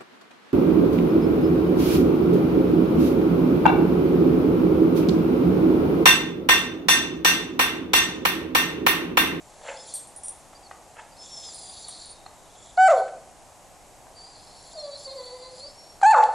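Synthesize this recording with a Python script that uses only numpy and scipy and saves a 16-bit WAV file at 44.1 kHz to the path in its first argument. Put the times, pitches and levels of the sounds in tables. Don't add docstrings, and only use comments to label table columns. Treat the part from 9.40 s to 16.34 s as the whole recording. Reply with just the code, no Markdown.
import sys
import numpy as np
from scipy import signal
from scipy.fft import rfft, irfft
from scipy.io import wavfile
from scipy.ndimage import minimum_filter1d

SR = 44100
rng = np.random.default_rng(int(sys.argv[2]) if len(sys.argv) > 2 else 0)


def put_to_file(sound):
    columns = np.atleast_2d(sound).T
    safe = np.clip(columns, -1, 1)
    whole_steps = np.round(safe * 32767)
    wavfile.write(sys.argv[1], SR, whole_steps.astype(np.int16))


def how_loud(loudness_db):
    steps = np.asarray(loudness_db, float) / 20
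    return 10 ** steps


N = 306054
T = np.arange(N) / SR

# (frequency [Hz], density [dB per Hz])
HISS_SPECTRUM = [(12, -36.5), (20, 4), (129, -2.5), (234, -5), (332, -3), (459, -3.5), (747, 4.5),
                 (1390, -10.5), (2520, -13.5), (3390, -17), (4570, -15.5), (4950, -16), (7430, -10),
                 (10300, -17), (12800, -21), (16600, -57), (22000, -120)]
# (frequency [Hz], density [dB per Hz])
HISS_SIDE_SPECTRUM = [(12, -34), (20, -4.5), (332, -19), (472, -22), (708, -23.5), (5670, -30.5),
                      (11400, -39), (12800, -20), (16600, -65), (22000, -120)]
HISS_DB, HISS_SIDE_DB, LEFT_LOWS = -51, -60, 0.17

# (frequency [Hz], t60 [s])
ROOM_DECAY = [(300, 0.72), (800, 0.51), (2000, 0.52), (5000, 0.47), (10000, 0.61)]
# (frequency [Hz], level [dB], t60 [s])
STANDING_WAVES = [(727, 25, 0.66), (866, 27, .4), (1110, 20.5, .4), (4330, 28, .6)]
ROOM_DB, ROOM_SIDE_DB = -11, -63.5
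ROOM_TILT_DB, ECHO_BUILD_S = -3.5, .02

# (time [s], peak [dB], then modes near 10.4, 8.4 and 12.5 kHz against it [dB])
TAG_STRIKES = [(0.4763, -41, -13, -12, -30), (0.5387, -19.5, -22, -7, -3), (0.672, -39.5, -4, -7, -30),
               (0.7622, -29, -7, -33, -20), (0.8346, -25.5, -28, -14, -26), (0.857, -30, 0.5, -18, -30),
               (0.8824, -19.5, -15, -33, -24), (2.144, -36, 0, -7, -24), (2.483, -26.5, -8, -18, -23),
               (2.6569, -35.5, -27, -30, -26)]
# (frequency [Hz], level [dB], t60 [s])
TAG_MODES = [(10370, 6, 0.053), (8428, 3, 0.28), (12440, -17, .3), (10510, -13, 0.24), (9120, -6.5, 0.16),
             (9195, -3, 0.16), (5750, -18.5, 0.1), (10650, -21, .09)]
RATTLES, RATTLE_S, RATTLE_DB = 4, .02, -11

# (time [s], peak [dB], pitch [Hz], snap [dB])
LIP_SMACKS = [(0.369, -58, 1920, -3), (1.131, -42.5, 730, -7.5), (1.311, -31.5, 777, -12),
              (2.087, -47, 785, -11), (2.486, -50, 740, -0.5), (2.862, -34, 777, -14),
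              (3.679, -33, 640, -11.5), (4.667, -42, 640, -30), (5.559, -56, 1490, -6),
              (5.829, -53, 580, -13), (5.843, -58, 2060, -2), (6.614, -28.5, 810, -12),
              (6.825, -21.5, 755, -14)]
POP_T60_S, POP_RISE_S, SNAP_TOP_HZ = 0.017, .0015, 1920
JAW_S, JAW_DB = 6.8389, -15
GULP_S, GULP_LENGTH_S, GULP_HZ, GULP_DB = 6.825, 0.013, 820, -12.5

# (time [s], pitch [Hz], level [dB])
LONG_WHISTLES = [
    [(1.72, 4620, -55), (1.75, 4960, -73), (1.79, 5270, -56), (1.845, 5240, -45), (1.87, 5370, -65),
     (1.93, 5410, -44), (2.05, 5170, -45.5), (2.085, 5050, -48), (2.115, 4780, -50)],
    [(2.13, 4980, -51), (2.2, 4950, -54.5), (2.25, 4800, -51), (2.31, 4800, -52), (2.35, 4920, -58),
     (2.44, 4810, -59)],
    [(4.745, 4500, -69), (4.765, 4730, -56.5), (4.805, 4560, -54), (4.84, 4710, -52), (4.895, 4860, -56),
     (4.935, 4670, -58), (5.04, 5100, -61), (5.15, 5470, -65), (5.29, 5420, -66)],
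    [(6.265, 5130, -56), (6.3, 5200, -55.5), (6.368, 5530, -60), (6.4, 5520, -51), (6.532, 5520, -58.5),
     (6.58, 5500, -83)],
]
LONG_WHISTLE_OVERTONES = [-42, 2.5, -20, -20]
# (time [s], length [s], first pitch [Hz], last pitch [Hz], level [dB])
SHORT_PEEPS = [(.369, 0.0099, 5000, 5150, -47), (.381, 0.056, 5150, 5120, -53),
               (0.45, 0.029, 4250, 4100, -59), (0.49, .022, 4750, 4800, -54),
               (0.516, 0.014, 4220, 4250, -47), (3.397, 0.066, 4870, 4950, -53),
               (0.456, 0.018, 5570, 5460, -56), (0.54, 0.013, 4800, 4650, -55),
               (1.148, 0.03, 4600, 4870, -57), (1.231, 0.047, 4800, 4270, -57),
               (2.689, 0.045, 9130, 9280, -49.5), (2.722, 0.027, 9900, 10050, -52),
               (2.652, 0.019, 9600, 9620, -51), (2.861, 0.0095, 4270, 4180, -47),
               (0.463, 0.074, 9700, 9600, -52), (5.394, 0.024, 5500, 5520, -52),
               (2.726, 0.058, 5000, 5150, -63.5), (5.55, .12, 5400, 5080, -56),
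               (6.096, 0.17, 4940, 4900, -58.5), (6.201, 0.059, 4160, 4700, -43.5),
               (1.897, 0.19, 5750, 6180, -57), (5.305, .05, 5330, 5380, -62.5),
               (5.333, 0.033, 4530, 4900, -53), (5.386, 0.039, 4270, 4200, -45.5),
               (5.428, 0.018, 4200, 4180, -43.5), (5.552, 0.017, 4300, 4200, -37.5),
               (5.643, 0.02, 4640, 4600, -55), (5.651, 0.022, 4540, 4570, -37),
               (5.835, 0.027, 4370, 4475, -44), (6.092, 0.026, 4420, 4300, -49),
               (6.254, 0.031, 4670, 4610, -45)]
PEEP_EDGE_DB, PEEP_EDGE_SHARE, PEEP_OVERTONE_DB = -3, 0.15, -24

# (time [s], flow [dB], share through the nose [0-1])
LONG_BREATHS = [
    [(1.764, -68, 0.83), (1.838, -52.5, 0.16), (2.098, -49, 0.24), (2.16, -51, 0.46), (2.63, -52.5, 0.76),
     (2.744, -64.5, 0.96), (2.838, -81, 0.4)],
    [(4.728, -74, 0.7), (4.782, -63.5, 0.71), (5.15, -62.5, 0.81), (5.38, -52, 0.63), (5.894, -52, 0.7),
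     (6.148, -57.5, 0.63), (6.245, -51, 0.85), (6.32, -66, 0.82), (6.6, -70, 0.75)],
]
# (time [s], flow [dB], rise [s], fall [s], share through the nose [0-1])
NOSE_SNORTS = [(0.28, -55, 0.069, 0.16, 0.1), (0.55, -49, 0.55, 0.18, 0.42),
               (0.878, -60.5, 0.19, 0.32, 0.2), (1.614, -64, .1, 0.057, 0.2), (3.262, -56, 0.33, 0.24, 0.1),
               (3.372, -62, 0.0038, 0.015, 1.33), (3.5, -44, .01, 0.11, 0.2),
               (3.583, -55.5, 0.046, 0.12, 0.81), (6.62, -48, 0.0128, .01, 0.68),
               (6.759, -43.5, 0.011, 0.13, 0.2), (6.837, -53, 0.0064, 0.04, 0.8),
               (6.94, -56.5, 0.1, .01, 0.69)]
# (nose shut off [dB], all air through it [dB])
AIR_PATH_LEVELS = [(-0.5, -12.5), (-14.5, 10.5), (4, -0.6), (-10.5, 1)]
# (frequency [Hz], width [Hz], level [dB])
PHARYNX_CAVITIES = [(3410, 140, 0), (3605, 400, 1)]
# (frequency [Hz], width [Hz], level [dB])
NOSE_CAVITIES = [(4200, 74, 27), (4370, 430, 37), (4460, 260, 28), (4800, 220, 20.5)]
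# (frequency [Hz], width [Hz], level [dB])
UPPER_CAVITIES = [(6060, 1600, 2), (7266, 410, 6.5), (8200, 400, -45)]
# (frequency [Hz], width [Hz], level [dB])
TOP_CAVITIES = [(9200, 600, -3), (9800, 500, 0), (10350, 400, -2)]
NOSE_FLUTTER_DB = 3
# time [s], level [dB], rise [s], fall [s]
RASP, RASP_HZ, RASP_WIDTH_HZ = (2.5, -56, 0.8, 0.8), 3780, 160

# (time [s], level [dB], rise [s], fall [s], mouth open [0-1])
MOUTH_HUFFS = [
    (0.118, -41, 0.14, 0.09, 0.05),
    (0.26, -44, 0.16, 0.05, 0.17),
    (0.291, -35.5, 0.057, 0.056, 0.84),
    (0.34, -53, 0.04, 0.028, 0),
    (1.599, -44.5, 0.049, 0.046, 0.96),
]
# (frequency [Hz], density [dB per Hz])
HUFF_SPECTRUM = [(210, -61), (350, -20), (552, -4), (771, -23.5), (891, -9), (1100, -18), (1630, -7),
                 (2320, -15.5), (3200, -15), (5000, -72), (6500, -69), (11000, -120)]
# (frequency [Hz], width [Hz], level [dB])
OPEN_MOUTH = [(600, 154, 3.5), (880, 30, 4.5), (1310, 140, 0), (1684, 330, -6), (2130, 73, -3.5),
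              (2610, 65, -5), (3200, 120, -27)]
# (frequency [Hz], width [Hz], level [dB])
SHUT_CHEEKS = [(600, 120, 0), (875, 140, -6)]
SWELL_DB = 22

# (time [s], pitch [Hz], level [dB], nasal overtones [dB])
SOFT_WHINES = [
    [(5.335, 687, -86, -60), (5.352, 678, -43, -50), (5.38, 614.5, -39, -35), (5.422, 600, -43, -45),
     (5.445, 580.4, -37.5, -36), (5.5, 568.4, -34.5, -44), (5.54, 563, -47, -36), (5.575, 599, -70, -39)],
    [(5.655, 562.4, -54, -55), (5.68, 534, -37, -42), (5.715, 525, -46.5, -37.5),
     (5.755, 553.5, -40.5, -47), (5.772, 532.6, -47, -38.5), (5.79, 504, -38, -47), (5.835, 501, -49, -48),
     (5.855, 537, -51, -55)],
    [(5.86, 505, -49, -44), (5.88, 500, -42, -47), (5.914, 495, -45, -47), (5.955, 512, -40.5, -51),
     (6.0, 526, -54.5, -46), (6.05, 509.3, -40, -44), (6.09, 517.5, -43.5, -50), (6.115, 530, -69, -65)],
    [(6.205, 530, -66, -60), (6.222, 549, -55, -61), (6.262, 579, -42, -44), (6.295, 583, -72, -48)],
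]
# (frequency [Hz], level [dB])
CLOSED_THROAT = [(450, -6), (700, 16), (1050, -12.5), (1300, -16.5), (1550, -32.5), (2100, -18),
                 (2700, -63), (3500, -17), (4200, -7.5), (4560, -1.5), (4800, -11.5), (5300, -42)]
NASAL_SWELL_DB, NASAL_HOARSE = 3.5, .2

# (time [s], pitch [Hz], effort [dB])
BARK_CALLS = [
    [(3.370, 705, -53), (3.378, 721, -17), (3.395, 747.4, -13.5), (3.476, 761.4, -3), (3.488, 623, -8),
     (3.503, 697, -13), (3.534, 541.4, -17), (3.566, 501, -26), (3.625, 345.5, -41.5)],
    [(6.622, 794, -43), (6.633, 810, -5.5), (6.643, 749, -11.5), (6.668, 863, 1.5), (6.72, 880, 1),
     (6.733, 798, -7.5), (6.751, 586, -21.5), (6.774, 500, -24.5), (6.86, 450, -42)],
]
# (frequency [Hz], level [dB])
BARK_THROATS = [
    [(300, -16), (500, 14.5), (760, 5), (1250, 2), (1520, -5), (2000, -10.5), (2300, -20), (3000, -25.5),
     (3800, -36), (4500, -30.5), (5300, -32), (7600, -28), (10500, -45), (13000, -86)],
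    [(400, -7.5), (600, -18.5), (870, -4), (1200, -4.5), (1730, -22.5), (2600, -29.5), (3450, -42),
     (4050, -40), (4330, -27), (4700, -45.5), (6000, -45.5), (7700, -36.5), (10000, -54), (13000, -102)],
]
BARK_ROOM_LEVELS = [-18.5, -15.5]
# (nose hiss [dB], upper hiss [dB])
BARK_AIR_LEVELS = [(-56, -50), (-44, -36)]
HOARSE = [.007, .055]
BREAKUP, BRIGHTEN = 1.2, .2
SMEAR_SPREAD = 1.15
WAVER, WAVER_PER_HOARSE = .002, 12

# (frequency [Hz], level [dB])
WEAKEST_KEPT = [(300, -130), (2200, -118), (3200, -104), (9800, -104), (10800, -98), (11500, -93),
                (12300, -90), (13000, -89)]
QUIET_DB, KEPT_FOLLOWS, KEPT_CHANCE_DB = -56, .745, 2.2
BASS_WEIGHT_DB, BASS_HZ = -7.5, 2500
MIC_LOW_HZ, LIMIT_DB, RELEASE_DB_PER_S, HISS_DUCK = 461, -7, 460, 0.28


def rms_one(x):
    return x / np.sqrt(np.mean(x ** 2) + 1e-20)


def in_time(rows):
    s, *columns = np.transpose(rows)
    span = slice(int(s[0] * SR), min(N, int(s[-1] * SR)))
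    fade = np.clip(np.minimum(T[span] - s[0], s[-1] - T[span]) / .004, 0, 1)
    return span, fade, [np.interp(T[span], s, c) for c in columns]


def swell(peak_s, level_db, rise_s, fall_s, *steady):
    low_db = level_db - SWELL_DB
    return [(peak_s - rise_s, low_db, *steady), (peak_s, level_db, *steady), (peak_s + fall_s, low_db, *steady)]


def at_hz(points, hz):
    points_hz, values = np.transpose(points)
    return np.interp(np.log(hz), np.log(points_hz), values)


def lowpass(x, top_hz, order):
    return signal.sosfilt(signal.butter(order, top_hz, fs=SR, output="sos"), x)


def drift(rate_hz, size=N):
    r = np.exp(-2 * np.pi * rate_hz / SR)
    settle = SR // 4
    return rms_one(signal.lfilter([1], [1, -2 * r, r * r], rng.standard_normal(size + settle))[settle:])


def coloured(spectrum):
    hz = np.arange(N // 2 + 1) * SR / N + 1
    return rms_one(irfft(rfft(rng.standard_normal(N)) * how_loud(at_hz(spectrum, hz)), N))


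def cavities(resonances, flutter_db):
    out = 0
    for hz, width, level_db in resonances:
        r = np.exp(-1.5 * np.pi * width / SR)
        a = [1, -2 * r * np.cos(2 * np.pi * hz / SR), r * r]
        band = signal.lfilter([1, 0, -1], a, rng.standard_normal(N))
        band = signal.lfilter([1, 0, -1], a, band)
        out = out + rms_one(band) * how_loud(level_db + flutter_db * drift(41))
    return rms_one(out)


def ring(clicks, hz, t60):
    r, w = how_loud(-60 / (t60 * SR)), 2 * np.pi * hz / SR
    return signal.lfilter([0, np.sin(w)], [1, -2 * r * np.cos(w), r * r], clicks + 1e-18)


def voice(pitch, hoarse, throat, jitter, orders, spread=0.19, tilt_db=0, patchy_db=0):
    size, room_for = len(pitch), SR * 2 // 3
    unsteady = pitch * (1 + jitter * drift(82, size=room_for)[:size])
    phase = 2 * np.pi * np.cumsum(unsteady) / SR
    out = 0
    for k in orders:
        smear = np.clip(hoarse * (k - .6) ** spread, 0, 1)
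        shake = 8 * lowpass(rng.standard_normal((2, room_for)), 350, order=4)[:, :size]
        patch_db = patchy_db * np.log2(k) * drift(8.5, size=room_for)[:size]
        tone, turned = np.sin(k * phase), np.cos(k * phase)
        noisy = (shake[0] * tone + shake[1] * turned) / 2 ** .5
        wave = np.sqrt(1 - smear ** 2) * tone + smear * noisy
        throat_db = at_hz(throat, k * pitch) - at_hz(throat, pitch)
        out = out + how_loud(throat_db + tilt_db * np.log2(k) + patch_db) * wave
    return -2 ** .5 * out


def hiss():
    side = how_loud(HISS_SIDE_DB) * coloured(HISS_SIDE_SPECTRUM)
    return how_loud(HISS_DB) * coloured(HISS_SPECTRUM) + side * [[1 + LEFT_LOWS], [LEFT_LOWS - 1]]


def room(x):
    t, edges = T[:SR], 200 * 2 ** np.arange(0, 6.1, .5)
    build = np.clip((t - .006) / ECHO_BUILD_S, 0, 1)
    echo = 0
    for low, high in zip(edges, edges[1:]):
        half_octave = signal.butter(2, [low, high], "band", fs=SR, output="sos")
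        band = signal.sosfilt(half_octave, rng.standard_normal((2, SR)))
        decay = how_loud(-60 * t / at_hz(ROOM_DECAY, np.sqrt(low * high)))
        echo = echo + band * decay * how_loud(ROOM_TILT_DB * np.log2(low / 800)) * build
    echo = echo / np.sqrt(np.sum(echo[0] ** 2))
    mid, side = signal.fftconvolve(x[None], echo, axes=1)[:, :N]
    for hz, level_db, t60 in STANDING_WAVES:
        mid = mid + how_loud(level_db) * ring(x, hz, t60) / (t60 * SR)
    return mid + how_loud(ROOM_SIDE_DB) * side * [[1], [-1]]


def tags():
    s, peak_db, *own_db = np.transpose(TAG_STRIKES)
    at = np.round(s * SR).astype(int)
    chance = rng.standard_normal((len(s), len(TAG_MODES)))
    delay_s = rng.uniform(.05, 1, (len(s), RATTLES)) * RATTLE_S
    later = at[:, None] + (delay_s * SR).astype(int)

    def touches(strike_db):
        clicks = np.zeros(N)
        clicks[at] = how_loud(strike_db)
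        clicks[later] = clicks[at][:, None] * how_loud(RATTLE_DB) * rng.standard_normal(later.shape)
        return clicks

    out = np.zeros(N)
    for k, (hz, level_db, t60) in enumerate(TAG_MODES):
        mode_db = own_db[k] if k < len(own_db) else 0.69 * chance[:, k]
        contact = ring(touches(peak_db + level_db + mode_db), hz, 0.0021) / 16
        out += ring(contact, hz, t60)
    tick = ring(touches(peak_db - 9), 7600, 0.0063)
    return out + tick


def smacks():
    out, t = np.zeros(N), T[:SR // 10]
    rise = np.clip(t / POP_RISE_S, 0, 1)
    for s, peak_db, hz, snap_db in LIP_SMACKS:
        modes = [(1, 6.5), (1.54, 3.5), (2.48, -6.5)]   # (ratio to the pitch, dB)
        pop = sum(how_loud(db) * np.sin(2 * np.pi * hz * ratio * t) for ratio, db in modes)
        pop = pop * how_loud(-60 * t / POP_T60_S)
        snap = rms_one(lowpass(rng.standard_normal(len(t)), SNAP_TOP_HZ, order=2))
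        snap = snap * how_loud(snap_db - 60 * t / 0.097)
        i = round(s * SR)
        out[i:i + len(t)] += how_loud(peak_db) * (pop + snap) * rise
    i = round(JAW_S * SR)
    jaw = how_loud(JAW_DB - 60 * t / 0.0012) * np.cos(2 * np.pi * 3500 * t)
    out[i:i + len(t)] += jaw[:N - i]
    gulp = np.sin(np.pi * np.clip((T - GULP_S) / GULP_LENGTH_S, 0, 1)) ** .5
    return out + how_loud(GULP_DB) * gulp * np.sin(2 * np.pi * GULP_HZ * T)


def whistle():
    out, wobble, flicker = np.zeros(N), .003 * drift(40), how_loud(3 * drift(25))
    steps = [(0, PEEP_EDGE_DB), (PEEP_EDGE_SHARE, 0), (1 - PEEP_EDGE_SHARE, 0), (1, PEEP_EDGE_DB)]
    peeps = []
    for s, length, first, last, db in SHORT_PEEPS:
        peeps.append([(s + a * length, first + a * (last - first), db + edge) for a, edge in steps])
    overtones_db = LONG_WHISTLE_OVERTONES + [PEEP_OVERTONE_DB] * len(peeps)
    for rows, over_db in zip(LONG_WHISTLES + peeps, overtones_db):
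        span, fade, (pitch, level_db) = in_time(rows)
        phase = 2 * np.pi * np.cumsum(pitch * (1 + wobble[span])) / SR
        tone = np.sin(phase) + how_loud(over_db) * np.sin(2 * phase)
        out[span] += 2 ** .5 * fade * how_loud(level_db) * flicker[span] * tone
    return out


def breath():
    out = np.zeros(N)
    layers = [cavities(PHARYNX_CAVITIES, flutter_db=4.5), cavities(NOSE_CAVITIES, NOSE_FLUTTER_DB),
              cavities(UPPER_CAVITIES, flutter_db=2.5), cavities(TOP_CAVITIES, flutter_db=1.5)]
    for rows in LONG_BREATHS + [swell(*row) for row in NOSE_SNORTS]:
        span, fade, (flow_db, nasal) = in_time(rows)
        for (shut_db, open_db), layer in zip(AIR_PATH_LEVELS, layers):
            path_db = shut_db + nasal * (open_db - shut_db)
            out[span] += fade * how_loud(flow_db + path_db) * layer[span]
    span, fade, (rasp_db,) = in_time(swell(*RASP))
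    out[span] += fade * how_loud(rasp_db) * cavities([(RASP_HZ, RASP_WIDTH_HZ, 0)], flutter_db=1.5)[span]
    for rows in SOFT_WHINES:
        span, fade, _ = in_time(rows)
        out[span] *= how_loud(-8 * fade)
    return out


def huffs():
    out = np.zeros(N)
    puff = (coloured(HUFF_SPECTRUM) + 1.1 * cavities(OPEN_MOUTH, flutter_db=4)) * how_loud(3 * drift(60))
    muffled = cavities(SHUT_CHEEKS, flutter_db=3.5)
    for row in MOUTH_HUFFS:
        span, fade, (level_db, wide) = in_time(swell(*row))
        out[span] += fade * how_loud(level_db) * (wide * puff[span] + (1 - wide) * muffled[span])
    return out


def whine():
    out = np.zeros(N)
    for rows in SOFT_WHINES:
        span, fade, (pitch, level_db, nasal_db) = in_time(rows)
        low = how_loud(level_db) * voice(pitch, 0.019, CLOSED_THROAT, jitter=0.0046, orders=range(1, 6))
        nasal = 0
        for k in range(6, 10):
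            swelling = how_loud(NASAL_SWELL_DB * drift(12, size=SR // 2)[:len(pitch)])
            nasal = nasal + swelling * voice(pitch, NASAL_HOARSE, CLOSED_THROAT, jitter=0.0032, orders=[k])
        out[span] = fade * (low + how_loud(nasal_db) * nasal)
    return out


def barks():
    direct, sent = np.zeros(N), np.zeros(N)
    nose = cavities(NOSE_CAVITIES[1:2], flutter_db=2.5)
    upper = cavities(UPPER_CAVITIES + TOP_CAVITIES[:1], flutter_db=2.5)
    settings = zip(BARK_CALLS, HOARSE, BARK_THROATS, BARK_ROOM_LEVELS, BARK_AIR_LEVELS)
    for rows, held, throat, room_db, (nose_db, upper_db) in settings:
        span, fade, (pitch, effort_db) = in_time(rows)
        after_top = np.arange(len(pitch)) > pitch.argmax()
        hoarse = held + BREAKUP * (1 - pitch / pitch.max()) * after_top
        tilt_db = BRIGHTEN * (effort_db - effort_db.max())
        call = voice(pitch, hoarse, throat, jitter=WAVER + held / WAVER_PER_HOARSE, orders=range(1, 15),
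                     spread=SMEAR_SPREAD, tilt_db=tilt_db, patchy_db=1.52)
        air = how_loud(nose_db) * nose[span] + how_loud(upper_db) * upper[span]
        direct[span] = fade * how_loud(effort_db) * (call + air)
        sent[span] = how_loud(room_db) * direct[span]
    return direct, sent


def scene():
    soft = tags() + smacks() + whistle() + breath() + huffs() + whine()
    direct, sent = barks()
    return direct + soft + room(sent + how_loud(ROOM_DB) * soft)


def limiter_gain(sound):
    crest = -minimum_filter1d(-np.abs(sound).max(axis=0), size=120)
    over_db = np.maximum(20 * np.log10(crest + 1e-9) - LIMIT_DB, 0)
    release_db = RELEASE_DB_PER_S * T
    held_db = np.maximum.accumulate(over_db + release_db) - release_db
    return how_loud(-signal.lfilter([.008], [1, -.992], held_db))


def thin_out(x):
    hz, s, frames = signal.stft(x, SR, nperseg=2048, noverlap=1024)
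    power = np.abs(frames.mean(axis=0)) ** 2 + 1e-20
    weight = how_loud(2 * BASS_WEIGHT_DB * (hz < BASS_HZ))[:, None]
    loud_db = 10 * np.log10(np.sum(power * weight, axis=0) * 4 / 3)
    chance_db = KEPT_CHANCE_DB * drift(2)[np.minimum((s * SR).astype(int), N - 1)]
    bar_db = KEPT_FOLLOWS * np.maximum(loud_db - QUIET_DB, 0) + chance_db
    kept = 10 * np.log10(power) > at_hz(WEAKEST_KEPT, hz + 1)[:, None] + bar_db
    return signal.istft(frames * kept, SR, nperseg=2048, noverlap=1024)[1][:, :N]


def low_pass(x):
    return signal.sosfilt(signal.butter(12, 12900, fs=SR, output="sos"), x)


def record(dry):
    sound = signal.sosfilt(signal.butter(4, MIC_LOW_HZ, "high", fs=SR, output="sos"), dry)
    gain = limiter_gain(sound)
    mix = thin_out(gain * sound + gain ** HISS_DUCK * hiss())
    return low_pass(mix)


dry = scene()
out = record(dry)
put_to_file(out)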